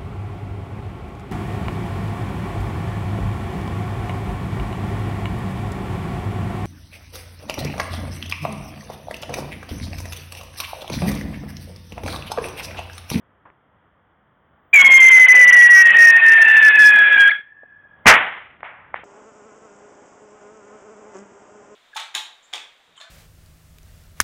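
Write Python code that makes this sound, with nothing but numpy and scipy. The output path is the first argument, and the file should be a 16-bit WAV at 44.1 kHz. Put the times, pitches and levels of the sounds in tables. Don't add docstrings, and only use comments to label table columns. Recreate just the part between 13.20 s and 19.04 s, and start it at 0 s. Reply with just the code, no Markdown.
import sys
import numpy as np
from scipy import signal
from scipy.fft import rfft, irfft, next_fast_len
from scipy.io import wavfile
from scipy.ndimage import uniform_filter1d, map_coordinates

SR = 44100
rng = np.random.default_rng(int(sys.argv[2]) if len(sys.argv) > 2 else 0)


def dump(signal):
    limited = np.clip(np.atleast_2d(signal).T, -1, 1)
    pcm = np.round(limited * 32767).astype(np.int16)
    wavfile.write(sys.argv[1], SR, pcm)


N = 257588
T = np.arange(N) / SR

IGNITION_S, BURNOUT_S = 1.529, 4.0806
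YELP_ROUGH, YELP_ROUGH_S = 0.3, 0.036
SQUEAK_HZ, SQUEAK_S, SQUEAK_ROUGH = 560, 0.034, 0.5
OCTAVE_DB, OCTAVE_GROWTH_DB_PER_S = -14, 22.5
# time in seconds, strength of the tone in dB, basic roughness from 0 to 1.
BURN = [(1.53, -2.5, 0.18), (1.8, -1.5, 0.13), (2.3, -2, 0.22), (2.58, -1.53, 0.06), (2.7, -3.5, 0.26),
        (2.9, -1.62, .18), (3.15, -4.5, 0.24), (3.57, -3.5, .25), (3.66, -1.5, 0.13), (3.72, -5, 0.23),
        (3.93, -6.5, 0.28), (4.04, -4.5, .14)]
# centre in seconds, half length in seconds, rate in Hz, depth from 0 to 1.
FLUTTERS = [(1.613, 0.022, 725, 0.32), (2.588, .04, 365, 0.39)]


def whistle(jitter=0.035, tremble=0.52, grit=0.43, octave_flicker_db=3.5, rebound_hz=45):
    tone_db, rough = curves(BURN)
    dying = since(BURNOUT_S) / SQUEAK_S
    spent = np.minimum(2 * dying, 1)
    squeak = SQUEAK_HZ * dying ** 2 * (dying < 1)
    pitch = tube_hz() + rebound_hz * spent + squeak
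    rough = rough + YELP_ROUGH * np.exp(-since(IGNITION_S) / YELP_ROUGH_S)
    rough = rough + SQUEAK_ROUGH * spent * np.exp(-dying / 2)
    sputter_db = sputter(rough)

    shake = jitter * rough * (wobble(90) + 3 * rough * wobble(400))
    phase = 2 * np.pi * np.cumsum(pitch * (1 + shake)) / SR
    phase = phase + grit * rough * wobble(800)
    flutter = np.zeros(N)
    for centre, width, hz, depth in FLUTTERS:
        flutter += depth * np.exp(-((T - centre) / width) ** 4) * np.sin(2 * np.pi * hz * T)
    size = amp(sputter_db) * (1 + flutter + tremble * rough * wobble(140) + grit * rough * wobble(800))

    octave_db = OCTAVE_DB - OCTAVE_GROWTH_DB_PER_S * np.maximum(BURNOUT_S - T, 0)
    octave_db = octave_db + octave_flicker_db * wobble(45)
    octave = amp(octave_db) * np.sin(2 * phase + 2 * rough * wobble(170))
    main = size * (np.sin(phase) + octave)
    return flame() * amp(tone_db) * (main + second_tone(phase, tube_hz(), sputter_db))


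PITCH_HZ, SAG_HZ_PER_S = 2093, 182
SETTLE_HZ, SETTLE_S = 134.8, 0.33
YELP_HZ, YELP_S = 195, 0.03


def tube_hz():
    age = np.minimum(since(IGNITION_S), BURNOUT_S - IGNITION_S)
    settle = SETTLE_HZ * np.exp(-age / SETTLE_S)
    yelp = YELP_HZ * np.exp(-(age / YELP_S) ** 2)
    return PITCH_HZ - SAG_HZ_PER_S * age + settle + yelp


ATTACK_S, RELEASE_DB_PER_S, DEAD_S = 0.0071, 231, 4.21


def flame():
    alight = np.minimum(since(IGNITION_S) / ATTACK_S, 1) * np.exp(-since(DEAD_S) / ATTACK_S)
    return alight * amp(-RELEASE_DB_PER_S * since(BURNOUT_S))


# centre in seconds, depth in dB, half length in seconds.
SPUTTERS = [(1.634, -13.5, 0.007), (1.697, -7.5, .008), (1.794, -4.5, 0.013), (1.903, -4, .01),
            (2.072, -14, .007), (2.136, -8.5, 0.0041), (2.266, -6.5, 0.0081), (2.318, -31, 0.0036),
            (2.485, -9, 0.0078), (2.638, -8.5, 0.0076), (2.732, -11.5, 0.012), (2.936, -4, 0.023),
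            (3.006, -9, 0.02), (3.264, -8, .006), (3.527, -7.5, .018), (3.57, -20.5, .005),
            (3.725, -6.5, 0.01), (3.897, -9, 0.0088)]


def sputter(rough, catch_db=22):
    big = sum(depth * np.exp(-((T - s) / width) ** 2) for s, depth, width in SPUTTERS)
    return big - catch_db * rough * np.maximum(wobble(130) - 0.5, 0) ** 2


WAVER, WAVER_END = 0.3, 1.1
# time in seconds, pitch ratio to the main tone,
# basic level in dB against the main tone.
SECOND = [(1.55, 1.45, -31.5), (1.63, 1.51, -18.5), (2.0, 1.51, -31), (2.55, 1.43, -29.5),
          (2.75, 1.38, -22.5), (3.02, 1.41, -23), (3.24, 1.5, -18), (3.5, 1.47, -18.5), (4.08, 1.44, -18.5)]


def second_tone(phase, pitch, sputter_db, wander=0.008, swell_db=7, flicker_db=3.5,
                under_slope_db=-20, fast=0.94, slow=1.5):
    ratio, level_db = curves(SECOND)
    waver = np.interp(T, [IGNITION_S, BURNOUT_S], [WAVER, WAVER_END])
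    over = 2 * np.pi * np.cumsum(pitch * (ratio + wander * waver * wobble(20))) / SR
    over = over + waver * (fast * wobble(240) + slow * wobble(50))
    gain = amp(level_db + swell_db * (1 - amp(sputter_db)) + flicker_db * wobble(70))
    under = amp(under_slope_db * waver) * np.sin(2 * phase - over)
    return gain * (np.sin(over) + under)


JET_DB, JET_FADE_DB_PER_S = -22.5, 0.73
JET_SURGE_DB, JET_SURGE_S = 3, 0.052
# frequency in Hz, relative spectral density in dB per Hz.
JET_COLOUR = [(25, -30.5), (150, -15), (400, -8.5), (700, -2.5), (1000, -4.5), (1250, -5), (1600, 6.5),
              (2100, 7.5), (2600, 2.5), (3300, -4.5), (5000, -16.5)]


def jet(gust_db=1.33, patchy_db=3.0):
    spectrum = signal.stft(noise(JET_COLOUR), nperseg=512)[2]
    patches = uniform_filter1d(rng.standard_normal(spectrum.shape), size=3, axis=0)
    patches = uniform_filter1d(patches, size=9, axis=1)
    rush = signal.istft(spectrum * amp(patchy_db * unit(patches)), nperseg=512)[1][:N]
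    age = since(IGNITION_S)
    level_db = JET_DB - JET_FADE_DB_PER_S * age + JET_SURGE_DB * np.exp(-age / JET_SURGE_S)
    return flame() * amp(level_db + gust_db * wobble(45)) * unit(rush)


# start in seconds, direct crack in dB, foliage scatter in dB.
REPORTS = [(4.8584, -0.5, 3.5), (5.4317, -14, -38.5), (5.743, -7.5, -36)]
# frequency in Hz, relative gain in dB.
SHOCK = [(60, -13.5), (250, -23.5), (600, -3), (1000, 10.5), (1500, -6.5), (2100, 6), (2600, -23),
         (3300, -27.5), (4500, -43.5)]
# frequency in Hz, relative spectral density in dB per Hz.
BLAST = [(25, -24), (70, -22), (160, -13), (300, -13), (700, -0.5), (1300, 2.5), (2000, 7.5), (2600, -1.5),
         (3400, -7.5), (5000, -27.5)]


def reports(ground_s=0.001, ground=0.47, lumps_db=1.43):
    out = np.zeros(N)
    for s, crack_db, scatter_db in REPORTS:
        arrivals = [round(s * SR), round((s + ground_s) * SR)]
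        shock = coloured(np.bincount(arrivals, [-1, ground], N), SHOCK)
        out += amp(crack_db) * shock / np.abs(shock).max()
        out += scatter(s) * amp(scatter_db + lumps_db * wobble(150)) * noise(BLAST)
    return out


SCATTER_RISE_S, SCATTER_HOLD_S, SCATTER_T60 = 0.013, 0.024, 0.27
SCATTER_TAIL_DB, SCATTER_TAIL_T60 = -11, 0.61


def scatter(s):
    late = since(s + SCATTER_HOLD_S)
    rise = 1 - np.exp(-(since(s - 0.003) / SCATTER_RISE_S) ** 2)
    dense = amp(-60 * late / SCATTER_T60)
    tail = amp(SCATTER_TAIL_DB - 60 * late / SCATTER_TAIL_T60)
    return rise * np.hypot(dense, tail)


THUMP_DB, THUMP_HZ, THUMP_T60 = -14.5, 175, 0.18


def thump(rise_s=0.003):
    age = since(REPORTS[0][0])
    colour = [(THUMP_HZ / 4, -12), (THUMP_HZ, 0), (2 * THUMP_HZ, -12), (10 * THUMP_HZ, -50)]  # (Hz, dB)
    return (1 - np.exp(-age / rise_s)) * amp(THUMP_DB - 60 * age / THUMP_T60) * noise(colour)


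# delay in seconds, spread in seconds, relative level in dB.
HEDGE = [(0.051, 0.046, -3.5), (0.162, 0.076, -29.5)]
# delay in seconds, spread in seconds, relative level in dB.
TREES = [(0.551, .2, -7.5), (.95, 0.14, -4.5)]
# frequency in Hz, gain in dB.
FAR_COLOUR = [(100, -7.5), (700, 0.5), (1700, 3), (2400, -9.5), (3300, -8), (5000, -27)]


def surroundings(x, hedge_db=-18, trees_db=-44.5):
    hedge = amp(hedge_db) * echo(x, HEDGE)
    trees = amp(trees_db) * coloured(echo(x, TREES), FAR_COLOUR)
    return x + hedge + trees


def echo(x, reflectors):
    t = T[T < 1.3]
    density = sum(amp(db) * np.exp(-((t - delay) / spread) ** 2) for delay, spread, db in reflectors)
    tail = density * rng.standard_normal(len(t))
    return signal.fftconvolve(x, tail / np.linalg.norm(tail))[:N]


def far_echo(delay_s=0.585, echo_db=-37, rise_s=0.0037, t60=0.91):
    t = T - REPORTS[0][0] - delay_s
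    swell = np.exp(np.minimum(t, 0) / rise_s) * amp(-60 * np.maximum(t, 0) / t60)
    colour = [(100, -55), (700, 2.5), (1600, 4), (2300, 1.5), (3200, -17), (5000, -33.5)]  # (Hz, dB)
    return amp(echo_db) * swell * noise(colour)


# start in seconds, level in dB, centre in Hz, T60 in seconds.
SMALL_BURSTS = [(0.254, -45.5, 1150, 0.24), (0.301, -42, 1250, 0.011), (4.19, -47, 403, .04),
                (4.433, -40.5, 629, 0.034), (4.652, -51.5, 640, 0.05), (5.405, -38, 1950, 0.02),
                (5.758, -33, 1800, 0.049), (5.789, -38, 750, 0.041), (5.833, -37.5, 810, 0.061)]


def scuffs_and_last_scatter():
    out = np.zeros(N)
    for s, db, hz, t60 in SMALL_BURSTS:
        colour = [(hz / 8, -12), (hz, 0), (1.45 * hz, -7), (4 * hz, -40)]  # (Hz, dB)
        white = rng.standard_normal(N)
        burst = (T > s) * amp(db - 60 * np.maximum(T - s, 0) / t60) * white
        out += coloured(burst, colour) / np.std(coloured(white, colour))
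    return out


# time in seconds, level in dB.
AIR = [(1.5, -60), (4.25, -65.5), (4.6, -61.5), (4.85, -54.5), (5.0, -59.5), (5.84, -55)]
# frequency in Hz, relative spectral density in dB per Hz.
AIR_COLOUR = [(20, -42.5), (40, -16), (85, -6), (130, -8.5), (200, -10.5), (350, -15), (700, -14),
              (1200, -13.5), (1900, -19.5), (2600, -34), (3300, -27.5), (5000, -62)]


def air():
    return amp(curves(AIR)[0] + 0.5 * wobble(6.3)) * noise(AIR_COLOUR)


def amp(db):
    return 10 ** (np.asarray(db) / 20)


def unit(x):
    return x / np.sqrt(np.mean(x ** 2) + 1e-20)


def since(s):
    return np.maximum(T - s, 0)


def curves(rows, t=T):
    s, *columns = np.transpose(rows)
    return [np.interp(t, s, column) for column in columns]


def wobble(rate):
    return map_coordinates(rng.standard_normal(N // 8), [T * rate], mode="wrap")


def filtered(x, response):
    m = next_fast_len(N + SR // 2)
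    return irfft(rfft(x, m) * response(np.fft.rfftfreq(m, 1 / SR)), m)[:N]


def coloured(x, colour):
    f, db = np.transpose(colour)
    return filtered(x, lambda hz: amp(np.interp(np.log(hz + 1), np.log(f), db)))


def noise(colour):
    return unit(coloured(rng.standard_normal(N), colour))


def scene():
    firework = surroundings(whistle() + jet()) + reports() + thump()
    return (firework + far_echo() + scuffs_and_last_scatter() + air())[None]


TOP_HZ = 16000


def record(dry, mic_hz=3500, ceiling=0.74, hiss_db=-99, low_hz=22):
    narrow = signal.sosfilt(signal.butter(11, mic_hz, fs=SR, output="sos"), dry[0])
    clipped = np.clip(narrow, -ceiling, ceiling) + amp(hiss_db) * rng.standard_normal(N)
    coupled = signal.sosfilt(signal.butter(1, low_hz, "high", fs=SR, output="sos"), clipped)
    return filtered(coupled, lambda hz: hz < TOP_HZ)[None]


dry = scene()
out = record(dry)
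dump(out)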